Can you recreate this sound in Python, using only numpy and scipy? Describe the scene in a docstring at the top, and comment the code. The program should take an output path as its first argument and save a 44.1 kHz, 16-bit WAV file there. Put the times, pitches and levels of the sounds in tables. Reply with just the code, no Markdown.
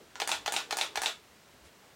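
"""In a quiet room, a little way from the microphone, a reflex camera fires a burst of four frames.
Each frame is the same chain of small blows: a lever trips, the mirror slaps up, two shutter curtains
snap across, the mirror drops and bounces, and the gears wind on. The blows make the camera's body
and springs ring, and the room answers. A faint hiss lies underneath."""
import sys
import numpy as np
from scipy import signal
from scipy.fft import rfft, irfft, next_fast_len
from scipy.io import wavfile

SR = 44100
rng = np.random.default_rng(int(sys.argv[2]) if len(sys.argv) > 2 else 0)


def bounce(signal):
    """Save signal as a 16-bit WAV file at the path given by the first command-line argument."""
    frames = np.transpose(np.atleast_2d(signal))
    limited = np.clip(frames, -1, 1)
    pcm = np.round(limited * 32767).astype(np.int16)
    wavfile.write(sys.argv[1], SR, pcm)


N = 85995
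TIME = np.arange(N) / SR
BUTTON_S = 0.1556

# Each row is one frame: when the lever trips, the first curtain snaps and the mirror drops, in seconds.
FRAMES = [(0.2003, 0.2750, 0.3159), (0.4605, 0.5223, 0.5634), (0.7083, 0.7697, 0.8115),
          (0.9564, 1.0179, 1.0592)]


def mirror_fall():
    """The loudest clack: the mirror lands with a ping, bounces and leaves the springs singing."""
    # Each row is one landing: strength in dB, extra level of its ping in dB.
    landings = [(3, -1.5), (2.5, -7.5), (3, -1), (2, 1.5)]
    # Each row: time of a bounce in seconds, level in dB.
    bounces = [(0.3234, -4.5), (0.3303, -13), (0.5661, -7), (0.5709, -13), (0.5772, -10), (0.8196, -9.5),
               (0.8246, -15.5), (1.0673, -6.5), (1.073, -15)]
    # The tone of the clack. Each row: frequency in Hz, level in dB.
    colour = [(200, -18.5), (450, -4), (750, -2.5), (1900, -1), (2600, 3), (3700, 4), (4900, -5.5),
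              (8000, -6), (10500, -21), (15000, -28)]
    # How mirror and springs ring. Each row: pitch in Hz, level in dB, seconds to fade by 60 dB.
    mirror_notes = [(2500, -25, 0.0076), (3320, -23.5, 0.006), (3460, -21, 0.01), (3890, -27, 0.013)]
    spring_notes = [(2760, -54, 0.27), (2923, -56, 0.27), (3397, -51.5, 0.21), (3483, -56, 0.17),
                    (4100, -55, 0.13)]
    drop_times = np.array(FRAMES)[:, 2]
    drop_db, ping_db = np.transpose(landings)
    bounce_times, bounce_db = np.transpose(bounces)
    out = contact(drop_times, drop_db, colour, mirror_notes,
                  settle_s=0.0005, snap_db=-18.5, fade_s=0.013, body_db=-19, ping_db=ping_db)
    out += contact(bounce_times, bounce_db, colour, mirror_notes,
                   settle_s=0.0005, snap_db=3, fade_s=0.013, body_db=-6, ping_db=-8)
    singing = ring(spring_notes, size=16000)
    for start, db in zip(drop_times, drop_db):
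        add(out, start + 0.0005, from_db(db) * singing)
    return out


def mirror_rise():
    """The button taps once; in each frame a lever throws the mirror up past its damper to its stop."""
    # The tone of each click. Each row: frequency in Hz, level in dB.
    button_colour = [(450, -28), (900, -10), (1800, -11.5), (2800, -8), (4000, -17.5), (7500, -17.5),
                     (10500, -38), (15000, -43)]
    lever_colour = [(200, -20), (450, -16), (800, 4), (1300, 2), (2100, 1.5), (3600, -1.5), (5800, -3.5),
                    (8200, -8.5), (11000, -19), (15000, -23.5)]
    slap_colour = [(200, -48), (450, 0.5), (900, 4.5), (2600, -5.5), (3600, 3.5), (5000, -7), (8200, -20),
                   (15000, -30)]
    # How each part rings. Each row: pitch in Hz, level in dB, seconds to fade by 60 dB.
    button_notes = [(990, -40, 0.04), (1410, -43, 0.057)]
    lever_notes = [(1068, -35.5, 0.041), (1947, -33, 0.016), (2697, -34.5, 0.036)]
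    stop_notes = [(3623, -30, 0.012)]
    trip_times = np.array(FRAMES)[:, 0]
    graze_after_s, slap_after_s = 0.0162, 0.0186
    tap = contact([BUTTON_S], 0, button_colour, button_notes,
                  settle_s=0.000399, snap_db=5, fade_s=0.012, body_db=-25.5)
    trip = contact(trip_times, 0, lever_colour, lever_notes,
                   settle_s=0.001, snap_db=-9.5, fade_s=0.02, body_db=-33)
    graze = contact(trip_times + graze_after_s, -4.5, lever_colour, lever_notes,
                    settle_s=0.0008, snap_db=3.5, fade_s=0.012, body_db=-4)
    slap = contact(trip_times + slap_after_s, 0, slap_colour, stop_notes,
                   settle_s=0.00011, snap_db=-2.5, fade_s=0.0092, body_db=-1.0)
    return tap + trip + graze + slap


def curtains():
    """The shutter opens and closes with two light snaps: the first crisp, the second fuller."""
    # The tone of each snap. Each row: frequency in Hz, level in dB.
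    first_colour = [(200, -9.5), (450, -7.5), (850, 1), (1300, -1.5), (3500, -4.5), (5800, -4.5),
                    (8800, -3), (11000, -10.5), (15000, -19)]
    second_colour = [(200, 4), (450, -16.5), (850, 1.5), (1300, 2), (1900, 1.5), (3500, -2.5), (8500, -8.5),
                     (11000, -19), (15000, -28)]
    # How each curtain rings. Each row: pitch in Hz, level in dB, seconds to fade by 60 dB.
    first_notes = [(1750, -38, 0.017), (5700, -34, 0.012)]
    second_notes = [(930, -23, 0.013), (1830, -30, 0.0073), (2570, -34.5, 0.016)]
    open_times, exposure_s = np.array(FRAMES)[:, 1], 0.0162
    opening = contact(open_times, -0.64, first_colour, first_notes,
                      settle_s=0.00046, snap_db=-19, fade_s=0.014, body_db=-14.5)
    closing = contact(open_times + exposure_s, -0.55, second_colour, second_notes,
                      settle_s=0.0012, snap_db=-16.5, fade_s=0.017, body_db=-19)
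    return opening + closing


def contact(times, levels_db, colour, notes, settle_s, snap_db, fade_s, body_db, ping_db=0):
    """A part hits its stop: it chatters, settles with one sharp snap, pings and knocks the body."""
    # How the camera's body rings. Each row: pitch in Hz, level in dB, seconds to fade by 60 dB.
    body_notes = [(435, -39.5, 0.033), (618, -41.5, 0.022), (830, -19, 0.039), (944, -32.5, 0.034),
                  (1450, -34, 0.064)]
    variation = 0.45   # how much one blow differs from the next
    usual = chatter(settle_s / 2, fade_s, size=1024)
    usual[int(settle_s * SR)] += from_db(snap_db)
    usual /= np.linalg.norm(usual)
    knock = from_db(body_db) * ring(body_notes, size=4096)
    ping = ring(notes, size=4096)
    out = np.zeros(N)
    for start, gain, ping_gain in zip(*np.broadcast_arrays(times, from_db(levels_db), from_db(ping_db))):
        fresh = chatter(settle_s / 2, fade_s, size=1024)
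        crack = (usual + variation * fresh) / np.hypot(1, variation)
        add(out, start, gain * tint(crack, colour))
        add(out, start + settle_s, gain * (knock + ping_gain * ping))
    return out


def chatter(rise_s, fade_s, size):
    """A few milliseconds of dense rattling, about equally strong at all frequencies."""
    t = TIME[:size]
    burst = rng.standard_normal(size) * (1 - np.exp(-t / rise_s)) * from_db(-60 * t / fade_s)
    spectrum = rfft(burst, 2 * size)
    rattle = irfft(spectrum / np.abs(spectrum))[:size]
    return rattle / np.linalg.norm(rattle)


def ring(notes, size):
    """A struck part rings with fading pure tones; neighbouring tones swing opposite ways."""
    t = TIME[:size]
    return sum((-1) ** k * from_db(db - 60 * t / fade_s) * np.sin(2 * np.pi * hz * t)
               for k, (hz, db, fade_s) in enumerate(notes))


def gears():
    """The gears rattle briefly after each frame; the motor runs faintly all through the burst."""
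    # The tone of the gears and of the motor. Each row: frequency in Hz, level in dB.
    gear_colour = [(200, -36), (450, -1.5), (900, 3.5), (1550, -2.5), (2100, -2.5), (3400, -0.5),
                   (5000, -7.5), (7800, -16), (10500, -19), (15000, -28)]
    motor_colour = [(200, -10), (400, 3), (560, -3.5), (900, -4), (2000, -13), (3500, -10.5), (7500, -23.5),
                    (10500, -34), (15000, -38)]
    wind_s, slow_down_s, wind_db, motor_db = 0.041, 0.011, -14, -24

    def running(start, end):
        return (TIME > start) * np.exp(-np.maximum(TIME - end, 0) / slow_down_s)

    load = sum(running(drop, drop + wind_s) for _, _, drop in FRAMES)
    winding = from_db(wind_db) * load * teeth(gear_colour)
    motor = from_db(motor_db) * running(BUTTON_S, FRAMES[-1][2]) * teeth(motor_colour)
    return winding + motor


def teeth(colour, teeth_per_s=700):
    """Gear teeth tick unevenly as they catch, one tick for each tooth."""
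    travel = np.cumsum(teeth_per_s / SR * (1 + 2 * rng.standard_normal(N)))
    teeth_passed = np.floor(np.maximum.accumulate(travel))
    ticks = np.diff(teeth_passed, prepend=0) * from_db(rng.normal(0, 2.0, N))
    return tint(ticks * rng.choice([-1, 1], N), colour)


def room(sound, size=20000, onset_s=0.004):
    """Two echoes from the nearest surfaces and a short wash of sound whose treble dies first."""
    # Each row: frequency in Hz, seconds the wash takes to fade by 60 dB.
    fade_times = [(200, 0.45), (800, 0.21), (3000, 0.2), (8000, 0.2), (15000, 0.14)]
    # The tone of the wash. Each row: frequency in Hz, level in dB.
    colour = [(200, -0.5), (800, -8.5), (1500, -0.5), (3000, -2.5), (8000, 0.5), (15000, 0)]
    # Each row: delay in seconds, level in dB.
    echoes = [(0.0065, -11.5), (0.011, -20)]
    t, hz = TIME[:size], frequencies(size)
    centres, fades = np.transpose(fade_times)
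    spectrum, wash = rfft(rng.standard_normal(size)), 0
    for share, fade_s in zip(np.eye(len(centres)), fades):
        noise_band = irfft(spectrum * np.interp(np.log(hz), np.log(centres), share))
        fade = (1 - np.exp(-(t / onset_s) ** 2)) * from_db(-60 * t / fade_s)
        wash = wash + noise_band * fade / np.linalg.norm(fade)
    response = tint(wash, colour)
    for delay_s, db in echoes:
        response[int(delay_s * SR)] += from_db(db)
    return signal.fftconvolve(sound, response)[:N]


def background(hiss_db=-58.5):
    """Steady hiss with a few faint swells of rumble and rustle."""
    # The tone of the hiss. Each row: frequency in Hz, level in dB.
    colour = [(22, -30), (55, -4.5), (130, -4.5), (220, -4), (440, -4.5), (700, -6.5), (1400, -9),
              (2840, -12), (7900, -18.5), (11000, -24.5), (16000, -24.5)]
    # Each row: time of the peak in seconds, half length in seconds, centre in Hz, level in dB.
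    swells = [(0.01, 0.021, 410, -57), (0.382, 0.055, 68, -64), (1.002, 0.037, 62, -63.5),
              (1.627, 0.056, 68, -66.5), (1.675, 0.02, 2800, -63), (1.662, 0.015, 7000, -63.5),
              (1.85, 0.025, 654, -65.5)]
    hiss = irfft(rfft(rng.standard_normal(N)) * colour_gains(colour, N), N)
    out = from_db(hiss_db) * hiss / hiss.std()
    for peak_s, half_s, hz, db in swells:
        octave = signal.butter(2, [hz / np.sqrt(2), hz * np.sqrt(2)], "band", fs=SR, output="sos")
        noise = signal.sosfilt(octave, rng.standard_normal(N))
        swell = np.exp(-.5 * ((TIME - peak_s) / half_s) ** 2)
        out += from_db(db) * noise / noise.std() * swell
    return out


def from_db(db):
    """Turn decibels into a number to multiply by."""
    return 10 ** (np.asarray(db) / 20)


def frequencies(size):
    """The frequencies in the spectrum of `size` samples, never below 1 Hz."""
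    return np.maximum(np.fft.rfftfreq(size, 1 / SR), 1)


def colour_gains(colour, size):
    """Fill in between the rows of a tone table to get a gain for every frequency."""
    hz, db = np.transpose(colour)
    return from_db(np.interp(np.log(frequencies(size)), np.log(hz), db))


def tint(sound, colour):
    """Give a sound a tone colour without smearing it earlier in time (a minimum-phase filter)."""
    size = 2 * next_fast_len(len(sound))
    cepstrum = irfft(np.log(colour_gains(colour, size)))[:len(sound)]
    cepstrum[1:] *= 2
    return irfft(rfft(sound, size) * np.exp(rfft(cepstrum, size)))[:len(sound)]


def add(out, start_s, sound):
    """Mix a sound in at a given time."""
    part = out[int(start_s * SR):][:len(sound)]
    part += sound[:len(part)]


def scene():
    """Each part of the camera sounds into the room in its own way, over the hiss."""
    # Level of the room's answer in dB for: mirror rise, curtains, mirror fall, gears.
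    room_db = [-1.1, 0.56, 0.34, -0.59]
    parts = mirror_rise(), curtains(), mirror_fall(), gears()
    camera = sum(part + from_db(db) * room(part) for part, db in zip(parts, room_db))
    bass_cut = signal.butter(3, 277, "high", fs=SR, output="sos")   # a small body gives off little bass
    return (signal.sosfilt(bass_cut, camera) + background())[None]


def record(dry):
    """The highest treble, above 16000 Hz, is cut steeply."""
    return signal.sosfilt(signal.ellip(10, .1, 70, 16000, fs=SR, output="sos"), dry)


dry = scene()
out = record(dry)
bounce(out)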